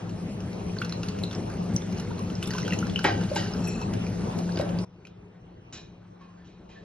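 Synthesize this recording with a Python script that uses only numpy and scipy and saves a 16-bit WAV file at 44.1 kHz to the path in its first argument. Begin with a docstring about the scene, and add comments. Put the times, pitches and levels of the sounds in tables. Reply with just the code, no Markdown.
"""Citrus press in a kitchen

Close to the stereo microphone, a lever press squeezes juice into a plastic jug over the low hum of
ventilation. Drops splat and trap ringing bubbles; the press knocks and its sliding shaft squeaks.
Then a cut to a much quieter scene: oil pours almost silently and dishes clink far across the kitchen."""
import sys
import numpy as np
from scipy import signal
from scipy.fft import rfft, irfft, next_fast_len
from scipy.io import wavfile
from scipy.ndimage import uniform_filter1d

SR = 44100
rng = np.random.default_rng(int(sys.argv[2]) if len(sys.argv) > 2 else 0)


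def dump(signal):
    """Clip the signal to [-1, 1] and save it as 16-bit WAV at the path in sys.argv[1]."""
    limited = np.clip(np.atleast_2d(signal).T, -1, 1)
    pcm = np.round(limited * 32767).astype(np.int16)
    wavfile.write(sys.argv[1], SR, pcm)


N = 301644
CUT_S = 4.85  # the quiet scene begins


def gain_of(db):
    """Decibels to gain."""
    return 10 ** (np.asarray(db) / 20)


def unit_rms(x):
    """Scales to rms 1."""
    return x / np.sqrt(np.mean(x ** 2) + 1e-20)


def value_at(points, hz):
    """Interpolates (frequency, value) points on a log-frequency axis."""
    freqs, values = np.transpose(points)
    return np.interp(np.log(hz + 1), np.log(freqs + 1), values)


def fader(points):
    """Gain at every sample from (time [s], level [dB]) points."""
    times, levels = np.transpose(points)
    return gain_of(np.interp(np.arange(N) / SR, times, levels))


def add(mix, start, sound):
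    """Mixes a sound in at start seconds."""
    part = mix[..., round(start * SR):][..., :sound.shape[-1]]
    part += sound[..., :part.shape[-1]]


def colour(x, points):
    """Equalises x by (frequency [Hz], gain [dB]) points."""
    size = next_fast_len(N + SR // 4)
    response = gain_of(value_at(points, np.fft.rfftfreq(size, 1 / SR)))
    return irfft(rfft(x, size) * response, size)[..., :N]


def resonate(x, hz, width):
    """One resonance: shifts hz down to zero, smooths, shifts back."""
    turn = np.exp(2j * np.pi * hz * np.arange(len(x)) / SR)
    pole = np.exp(-np.pi * width / SR)
    return 2 * (turn * signal.lfilter([1 - pole], [1, -pole], x / turn + 1e-18)).real


def band(x, hz, width):
    """The same resonance twice, for steeper skirts."""
    return resonate(resonate(x, hz, width), hz, width)


def patchy_noise(depth_db):
    """White noise whose level drifts in patches of time and frequency."""
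    real, imag, drift = rng.standard_normal((N // 128 + 5, 257, 3)).T
    drift = unit_rms(uniform_filter1d(uniform_filter1d(drift, size=8, axis=0), size=20, axis=1))
    return signal.istft((real + 1j * imag) * gain_of(depth_db * drift), nperseg=512, noverlap=384)[1][:N]


# Resonances of the kitchen duct: (frequency [Hz], nominal width [Hz], level [dB])
DUCT_MODES = [(49, 5.3, -16.5), (106.3, 14.8, -4), (125.6, 7, -12.5), (176.31, 5.05, 0), (200.2, 12, -8),
              (238.5, 30, -15), (415.6, 6.4, -16.5), (330.4, 45, -16), (490.8, 12, -20), (566, 18, -28),
              (631.7, 24, -23), (757, 23, -27.5), (833.6, 54, -28)]
def duct_hum(steadiness=0.6, waver_db=1.07, waver_s=1):
    """Air noise rings the duct in fuzzy tones; quick swells are partly evened out, a slow waver added."""
    flow = rng.standard_normal(N)
    hum = unit_rms(sum(gain_of(db) * unit_rms(band(flow, hz, 1.27 * width))
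                       for hz, width, db in DUCT_MODES))
    power = uniform_filter1d(hum ** 2, size=5000) + 1e-3
    waver = unit_rms(band(rng.standard_normal(N), 0, 1 / waver_s))
    return unit_rms(hum / power ** (steadiness / 2)) * gain_of(waver_db * waver)


# Kitchen air in the mid and side channels, one list a scene: (frequency [Hz], level [dB])
AIR_MID_SPECTRA = [
    [(15, -70), (25, -22.5), (53, -16), (92, -2.5), (135, -7.5), (185, -1), (279, -11), (401, -13),
     (549, -19), (619, -20.5), (1790, -33.5), (2800, -38), (4940, -43), (5570, -41), (6700, -47.5),
     (7100, -58), (8000, -103), (10400, -133), (17600, -120)],
    [(15, -62), (25, -4), (177, -2.5), (236, -11.5), (339, -5.5), (499, -17), (789, -20), (2770, -35),
     (4380, -38.5), (4940, -43), (5990, -39.5), (6600, -52.5), (8000, -87), (10400, -108), (17600, -120)],
]
AIR_SIDE_SPECTRA = [
    [(35, -55.5), (60, -27.5), (103, -29.5), (183, -5.5), (268, -7.5), (819, -9), (1140, -17.5),
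     (1710, -30), (2680, -24), (3910, -36), (8360, -28.5), (10700, -32), (12500, -85), (16200, -107),
     (22000, -120)],
    [(35, -45), (60, -50), (168, -39.5), (245, -8), (536, -1), (1200, -12), (1830, -29), (2680, -14),
     (4090, -37), (7310, -31), (12500, -46), (16200, -84), (22000, -120)],
]
# Side air relative to mid air, one value a scene: (level [dB])
AIR_SIDE_LEVELS = [-10.5, -9.5]
# The air swells near the press and drops at the cut, one list a scene: (time [s], level [dB])
AIR_LEVELS = [
    [(0, -37), (1.2, -35.5), (2.4, -34.5), (2.7, -33), (4.84, -33.5)],
    [(4.87, -54), (5.8, -53), (6.84, -52.5)],
]
def ventilation(hum_over_air_db=(2, 1.5)):
    """Broad air noise all round the microphone with the duct hum in the centre, as mid and side."""
    mid, side = np.zeros((2, N))
    before_cut = np.clip((CUT_S - np.arange(N) / SR) / 0.008, 0, 1)
    hum = duct_hum()
    mid_noise, side_noise = patchy_noise(depth_db=2.5), patchy_noise(depth_db=4.5)
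    for k, share in enumerate((before_cut, 1 - before_cut)):
        level = share * fader(AIR_LEVELS[k])
        mid += level * (unit_rms(colour(mid_noise, AIR_MID_SPECTRA[k])) + gain_of(hum_over_air_db[k]) * hum)
        side += level * gain_of(AIR_SIDE_LEVELS[k]) * unit_rms(colour(side_noise, AIR_SIDE_SPECTRA[k]))
    return np.array([mid, side])


# Reverberation of the kitchen: (frequency [Hz], t60 [s])
KITCHEN_DECAY = [(300, 0.78), (1500, 0.2), (4000, 0.31), (8000, 0.031)]
def kitchen_echo(x):
    """Sparse reflections of random sign reach left and right, each band dying at its own speed."""
    taps = np.zeros((2, SR // 2))
    arrivals = np.arange(200, SR // 2 - 20, 20) + rng.integers(0, 20, (2, (SR // 2 - 201) // 20))
    np.put_along_axis(taps, arrivals, rng.choice([-1., 1.], arrivals.shape), 1)
    hz, t, bands = signal.stft(taps, SR, nperseg=256)
    decay = gain_of(-60 * t / value_at(KITCHEN_DECAY, hz)[:, None])
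    tail = signal.istft(bands * decay, SR, nperseg=256)[1]
    return signal.fftconvolve(x[None], tail / np.linalg.norm(tail[0]), axes=1)[:, :N]


def strike(blows, modes, roughness, flutter_hz):
    """Blows ring a set of modes; loose contact makes the higher ones flutter, a crack fills the gaps."""
    out, t = np.zeros(N), np.arange(SR // 2) / SR
    for start, db, centre_hz, spread, ring, crack_db in blows:
        noise = rng.standard_normal(len(t))
        crack = unit_rms(band(noise, centre_hz, centre_hz * spread))
        sound = gain_of(crack_db) * crack * np.exp(-t / (0.02 * ring))
        for hz, mode_db, t60 in modes:
            loose = np.clip(roughness * hz / (hz + 900), 0, 1)
            pure = np.sin(2 * np.pi * (hz * t + rng.random()))
            flutter = unit_rms(resonate(noise, hz, flutter_hz))
            struck_db = mode_db - 4.1 * (np.log2(hz / centre_hz) / spread) ** 2
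            sound += gain_of(struck_db - 60 * t / (t60 * ring)) * ((1 - loose) * pure + loose * flutter)
        sound *= 1 - np.exp(-t / 0.001)
        add(out, start, gain_of(db) * sound / abs(sound).max())
    return out


# Modes of the crockery: (frequency [Hz], level [dB], t60 [s])
DISH_MODES = [(1072, 4, 0.29), (1354, -5, 0.2), (1600, 1, 0.4), (1750, 1, 0.35), (2485, 4.5, 0.35),
              (2860, 0, 0.3), (3080, -1.5, 0.25), (3840, 4, 0.29), (4000, 2, 0.27), (4280, -11, 0.22),
              (5520, 8, 0.25), (6020, 3, 0.28), (6300, -11, .15), (6700, 4, 0.2), (7130, 14, 0.2)]
# Far clinks: (time [s], level [dB], centre [Hz], spread [octaves], ring time [factor], crack [dB])
DISH_BLOWS = [(5.725, -29, 4170, 1.34, 1.38, 13), (6.207, -44, 1060, 0.34, 1.2, -8),
              (6.208, -52, 2580, 0.57, 1, -2), (6.373, -52, 1600, 0.2, 0.88, -11),
              (6.444, -48.5, 2880, 1, 3, 11), (6.691, -42.5, 2370, 1.46, 4, 20),
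              (6.75, -46, 1750, 0.063, 1, 3)]
def dish_clinks():
    """Dishes touch loosely and ring at the far end of the kitchen."""
    return strike(DISH_BLOWS, DISH_MODES, roughness=0.9, flutter_hz=70)


# Brief flares of treble: (time [s], level [dB])
FLARE_EVENTS = [(0.804, -52), (1.1912, -59), (1.228, -45.5), (1.63, -56.5), (1.738, -49.5), (1.749, -45.5),
                (2, -58), (2.4253, -40.5), (2.469, -39), (2.785, -50), (3.035, -39.5), (3.345, -41),
                (3.639, -54), (3.67, -39), (4.379, -48.5), (4.583, -49), (4.606, -49)]
# Their colour: (frequency [Hz], gain [dB])
FLARE_SPECTRUM = [(6500, -20), (7500, 4), (9500, 2), (11800, 21.5)]
def treble_flares(rise_s=0.0065):
    """High hiss flares briefly at the sharpest splats and knocks."""
    out, age = np.zeros(N), np.arange(2000) / SR / rise_s
    for start, db in FLARE_EVENTS:
        add(out, start, gain_of(db) * age * np.exp(1 - age) * rng.standard_normal(len(age)))
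    return colour(out, FLARE_SPECTRUM)


# Modes of the press shaft: (frequency [Hz], width [Hz], level [dB])
SHAFT_MODES = [(2600, 100, 6), (4200, 250, 2.5), (5680, 160, 6), (6870, 200, -14), (7220, 100, 5)]
# The shaft slides in its guide, close by: (time [s], level [dB])
SHAFT_SLIDE = [(3.57, -81), (3.63, -61.5), (3.70, -55.5), (3.78, -65), (3.82, -59), (3.87, -79)]
def shaft_squeak():
    """Uneven slips of the shaft scrape its modes, each in its own fits."""
    squeak, t = np.zeros(N), np.arange(N) / SR
    for hz, width, db in SHAFT_MODES:
        fits = unit_rms(uniform_filter1d(rng.standard_normal(N), size=700))
        scrape = resonate(resonate(rng.standard_normal(N), hz, width), hz, 3 * width)
        squeak += gain_of(db + 4.1 * fits) * unit_rms(scrape)
    sliding = (t > SHAFT_SLIDE[0][0]) & (t < SHAFT_SLIDE[-1][0])
    return squeak * fader(SHAFT_SLIDE) * sliding


# Modes of the press: (frequency [Hz], level [dB], t60 [s])
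PRESS_MODES = [(325, 12.5, 0.15), (395, 11, 0.16), (576, 4, 0.14), (747, 4, 0.11), (792, 4.5, 0.16),
               (1560, -3, 0.54), (1604, 1.5, 0.17), (1885, 0.5, 0.28), (2250, -12, 0.48), (2850, -5, 0.45),
               (2990, -5.5, 0.3), (3877, 0, 0.2), (4220, -10, 0.26), (4720, -2, 0.36), (5020, -9.5, 0.5),
               (6100, -13.5, 0.3), (7150, 10, 0.1)]
# Close knocks: (time [s], level [dB], centre [Hz], spread [octaves], ring time [factor], crack [dB])
PRESS_BLOWS = [(3.042, -14.5, 1560, 1.1, 1.38, 6.5), (3.047, -16.5, 373, 0.65, 0.85, 8.5),
               (3.049, -14.5, 826, 0.29, 0.3, -0.5), (3.08, -20, 800, 0.44, 0.65, 1.5),
               (3.358, -18.5, 2900, 2.26, 1.2, -0.5), (3.366, -42.5, 4000, 0.2, 1.7, -11.5),
               (4.572, -27, 3200, 1, 0.12, 10), (4.573, -39, 1604, 0.087, 0.72, -13),
               (4.574, -21, 394, 0.24, 0.14, 3), (4.589, -29.5, 3800, 0.65, 0.06, 5),
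               (4.5965, -17, 576, 0.12, 0.37, -10.5), (4.611, -32, 3020, 1.2, 0.13, 0),
               (4.612, -47, 1604, 0.045, 2.8, -9)]
def press_knocks():
    """The press knocks on its stand and rings, near the microphone."""
    return strike(PRESS_BLOWS, PRESS_MODES, roughness=0.66, flutter_hz=74.5)


# Air column of the plastic jug: (frequency [Hz], width [Hz], level [dB])
JUG_MODES = [(1450, 300, 0), (2780, 400, 0), (4150, 550, -1), (5500, 900, -2), (8500, 5000, -2)]
def jug(stereo):
    """The air over the juice resonates, colouring each channel."""
    return np.array([sum(gain_of(db) * resonate(channel, hz, width) * np.sqrt(500 / width)
                         for hz, width, db in JUG_MODES) for channel in stereo])


def bubble(hz, t60, rise, samples):
    """A trapped bubble swells and rings, its pitch rising and its ring cut short near the surface."""
    t = np.arange(samples) / SR
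    envelope = gain_of(-60 * (t / t60) ** 1.5) * (1 - np.exp(-(t * hz / 3) ** 1.5))
    return np.sin(2 * np.pi * hz * t * (1 + rise * t / t60)) * envelope


# Juice streaming into the jug, close up: (time [s], level [dB])
JUICE_FLOW = [(0, -82), (0.5, -64.5), (1.0, -56.5), (1.7, -57.5), (1.88, -58), (1.98, -47), (2.07, -59),
              (2.38, -56), (2.5, -52.5), (2.6, -43), (2.83, -53), (3.26, -54), (3.41, -43), (3.65, -59.5),
              (3.88, -64), (4.05, -56), (4.57, -55), (4.69, -69), (4.84, -89)]
def spatter(droplets_per_s=3000, pitches=24):
    """The stream breaks into droplets of many sizes, each a short pitched blob, over a wet crackle."""
    sizes = gain_of(3.3 * np.minimum(rng.exponential(1, N), 5))
    droplets = sizes * (rng.random(N) < droplets_per_s / SR)
    pitch_index, blobs = rng.integers(0, pitches, N), np.zeros((2, N))
    for k, hz in enumerate(np.geomspace(1300, 7000, pitches)):
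        blob = bubble(hz, t60=24 / hz, rise=0.18, samples=800) * gain_of(7.5 * np.log2(hz / 3000))
        blobs[k % 2] += signal.oaconvolve(droplets * (pitch_index == k), blob)[:N]
    age = np.arange(600) / 180
    bursts = signal.oaconvolve(droplets * (pitch_index < 8), age * np.exp(-age))[:N]
    crackle = jug(bursts * rng.standard_normal((2, N)))
    blobs = jug(blobs + 0.5 * blobs[::-1])  # each channel also hears the other's droplets
    stream = unit_rms(unit_rms(blobs) + 0.9 * unit_rms(crackle))
    return stream * fader(JUICE_FLOW) * (np.arange(N) < CUT_S * SR)


# Close drops of juice in the jug and, after the cut, the first oil:
# (time [s], level [dB], bubble pitch [Hz], relative splat level [dB])
DROP_EVENTS = [(0.0933, -47, 2850, 10.5), (0.404, -51, 2720, 13), (0.53, -48, 4300, 10),
               (0.695, -41, 2400, -13), (0.7661, -32.5, 1490, -1), (0.786, -25, 4260, -25),
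               (0.816, -18.5, 1400, -11), (0.8175, -32.5, 2180, -7), (0.82, -30, 3240, -12),
               (0.8226, -27, 2650, -20), (0.847, -37.5, 4300, 9), (0.894, -35, 5150, 2),
               (0.9232, -27, 3980, 0), (1.031, -45.5, 1450, 21), (1.085, -30, 4230, 0),
               (1.187, -46, 2760, 14.5), (1.2365, -19.5, 3890, -15.5), (1.311, -32, 3380, -1),
               (1.3278, -39.5, 4350, 8), (1.3492, -30.5, 5300, -6.5), (1.499, -39.5, 1490, 4),
               (1.763, -19, 5730, -13.5), (1.78, -41, 2000, -2.5), (1.81, -44, 2280, -10),
               (1.82, -40, 3400, -13), (1.924, -40.5, 2270, 7.5), (1.998, -36.5, 4000, 5.5),
               (2.074, -40, 2050, -7), (2.0945, -45.5, 1070, -3), (2.106, -32.5, 915, -10.5),
               (2.114, -37, 1390, -12), (2.181, -39.5, 3950, -5), (2.182, -41.5, 1110, -8),
               (2.191, -35, 1010, 1.5), (2.274, -45.5, 1067, -7), (2.3, -39.5, 3000, 5),
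               (2.353, -29.5, 5200, -21), (2.4266, -23, 2860, 0.5), (2.44, -29.5, 3380, -6.5),
               (2.458, -32, 5200, -7), (2.4738, -36.5, 3440, 1.5), (2.5054, -29.5, 1777, 5.5),
               (2.506, -38, 2940, -16), (2.513, -25.5, 4520, -24), (2.535, -31, 1476, 4),
               (2.538, -35.5, 2950, -9), (2.549, -28.5, 966, -4), (2.557, -29.5, 998, -3.5),
               (2.581, -25, 1453, 1), (2.585, -30, 4700, 1.5), (2.61, -42, 4180, -8),
               (2.631, -33.5, 1940, -12), (2.649, -33, 3020, -12), (2.658, -32, 3130, -4),
               (2.666, -34, 3120, -2), (2.678, -29, 1480, 5.5), (2.706, -26.5, 2700, -4),
               (2.722, -23, 2620, -8.5), (2.7233, -24, 1855, -7), (2.7333, -26, 2640, 3.5),
               (2.787, -34.5, 2860, 0), (2.789, -27.5, 6300, -7), (2.805, -38, 2860, 0),
               (2.8264, -22, 1320, -24.5), (2.868, -37.5, 1600, 4), (2.897, -32.5, 3300, 1),
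               (2.935, -40, 2870, -10.5), (2.959, -14.5, 2850, -13), (2.976, -28, 2820, -19.5),
               (2.99, -26.5, 1505, 4), (3.301, -34, 4450, -24), (3.314, -19, 545, -28),
               (3.362, -17.5, 846, -28.5), (3.21, -35.5, 1600, 4.5), (3.235, -36, 3600, 4),
               (3.459, -30.5, 1640, -14), (3.536, -28.5, 5100, -9), (3.547, -34.5, 1480, -21),
               (3.814, -30.5, 887, -0.5), (3.935, -39, 2810, 11), (4.0656, -33, 2290, -4),
               (4.3866, -43.5, 1035, 13.5), (4.491, -33.5, 1530, -4), (4.52, -34, 4350, -5),
               (4.559, -31.5, 4500, -29), (4.6906, -36.5, 2980, 1.5), (4.7875, -29.5, 4600, -3.5),
               (5.051, -37.5, 2410, -6), (5.069, -44, 2980, 2)]
def drops(ring_cycles=12, ring_s=0.0058, pool_pan_db=-1.5, scatter_db=5.5, stray_s=0.000015):
    """Each drop traps a quick bubble, with a wet blur at its pitch and a sharp splat through the jug."""
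    plops, splats = np.zeros((2, 2, N))
    t = np.arange(3000) / SR
    splat_envelope = (np.exp(-t / 0.0025) + 0.25 * np.exp(-t / 0.014)) * (1 - np.exp(-t / 0.001))
    for start, db, hz, splat_db in DROP_EVENTS:
        pan_db = rng.normal(pool_pan_db, scatter_db)  # where it lands, left minus right
        lag_s = rng.normal(0, stray_s)  # between the two microphone ports
        splat = rng.standard_normal(len(t)) * splat_envelope
        blur = band(splat, hz, 0.45 * hz) * np.sqrt(6000 / hz)
        plop = bubble(hz, t60=ring_cycles / hz + ring_s, rise=0.08, samples=len(t)) + 0.35 * blur
        plop = 0.67 * plop / abs(plop).max()
        for channel, sign in enumerate((1, -1)):
            arrival, gain = start + sign * lag_s / 2, gain_of(db + sign * pan_db / 2)
            add(plops[channel], arrival, gain * plop)
            add(splats[channel], arrival, gain * gain_of(splat_db) * splat)
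    return plops + jug(splats)


# Tone of the centre sound, dull above about 7 kHz: (frequency [Hz], gain [dB])
MID_TONE = [(5800, -1), (6600, -1), (7200, -8.5), (12000, -78)]
# Stereo width of the near sounds: (frequency [Hz], gain [dB])
SIDE_TONE = [(80, -46.5), (250, -24.5), (700, -3.5), (2000, -9.5), (4000, -11), (10500, -1), (12500, 10.5)]
# Lean of the stereo picture: (frequency [Hz], left minus right [dB])
STEREO_LEAN = [(40, 0), (70, .4), (150, 2.4), (350, 2.7), (700, 1.8), (1400, .4), (2800, -.7), (6000, -.8),
               (10000, 0)]
def scene():
    """Close juice and press, far dishes and kitchen air meet as mid and side, then as left and right."""
    juice, dishes, press = drops() + spatter(), dish_clinks(), press_knocks()
    treble = shaft_squeak() + treble_flares()
    echo = kitchen_echo(gain_of(-11) * juice.mean(0) + gain_of(-9) * press + gain_of(-6.5) * dishes)
    heard = juice + press + 0.5 * dishes + echo
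    cut = round(CUT_S * SR)
    heard[:, cut:cut + 6000] = 0  # the cut ends the first scene's echoes
    close = juice.mean(0) + press
    late = np.append(np.zeros(12), close)[:N]  # the side arrives a little after the mid
    side_echo = gain_of(-8) * kitchen_echo(close)[1] * (np.arange(N) < cut)
    mid = colour(heard.mean(0), MID_TONE) + treble
    side = colour((heard[0] - heard[1]) / 2 + 0.4 * late + side_echo + 0.54 * treble, SIDE_TONE)
    mid, side = np.array([mid, side]) + ventilation()
    early = np.append(mid[2:], [0, 0])  # the left port hears the mid two samples early
    left = colour(early, [(hz, db / 2) for hz, db in STEREO_LEAN]) + side
    right = colour(mid, [(hz, -db / 2) for hz, db in STEREO_LEAN]) - side
    return np.array([left, right])


# Response of the microphone: (frequency [Hz], gain [dB])
MIC_RESPONSE = [(25, -6), (45, -0.5), (11300, 3.5), (12300, -34)]
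def record(dry):
    """The microphone colours the sound, and a steep low-pass ends the band at 12.3 kHz."""
    lowpass = signal.firwin(511, 12300, window=("kaiser", 9), fs=SR)
    return signal.oaconvolve(colour(dry, MIC_RESPONSE), lowpass[None], "same")


dry = scene()
out = record(dry)
dump(out)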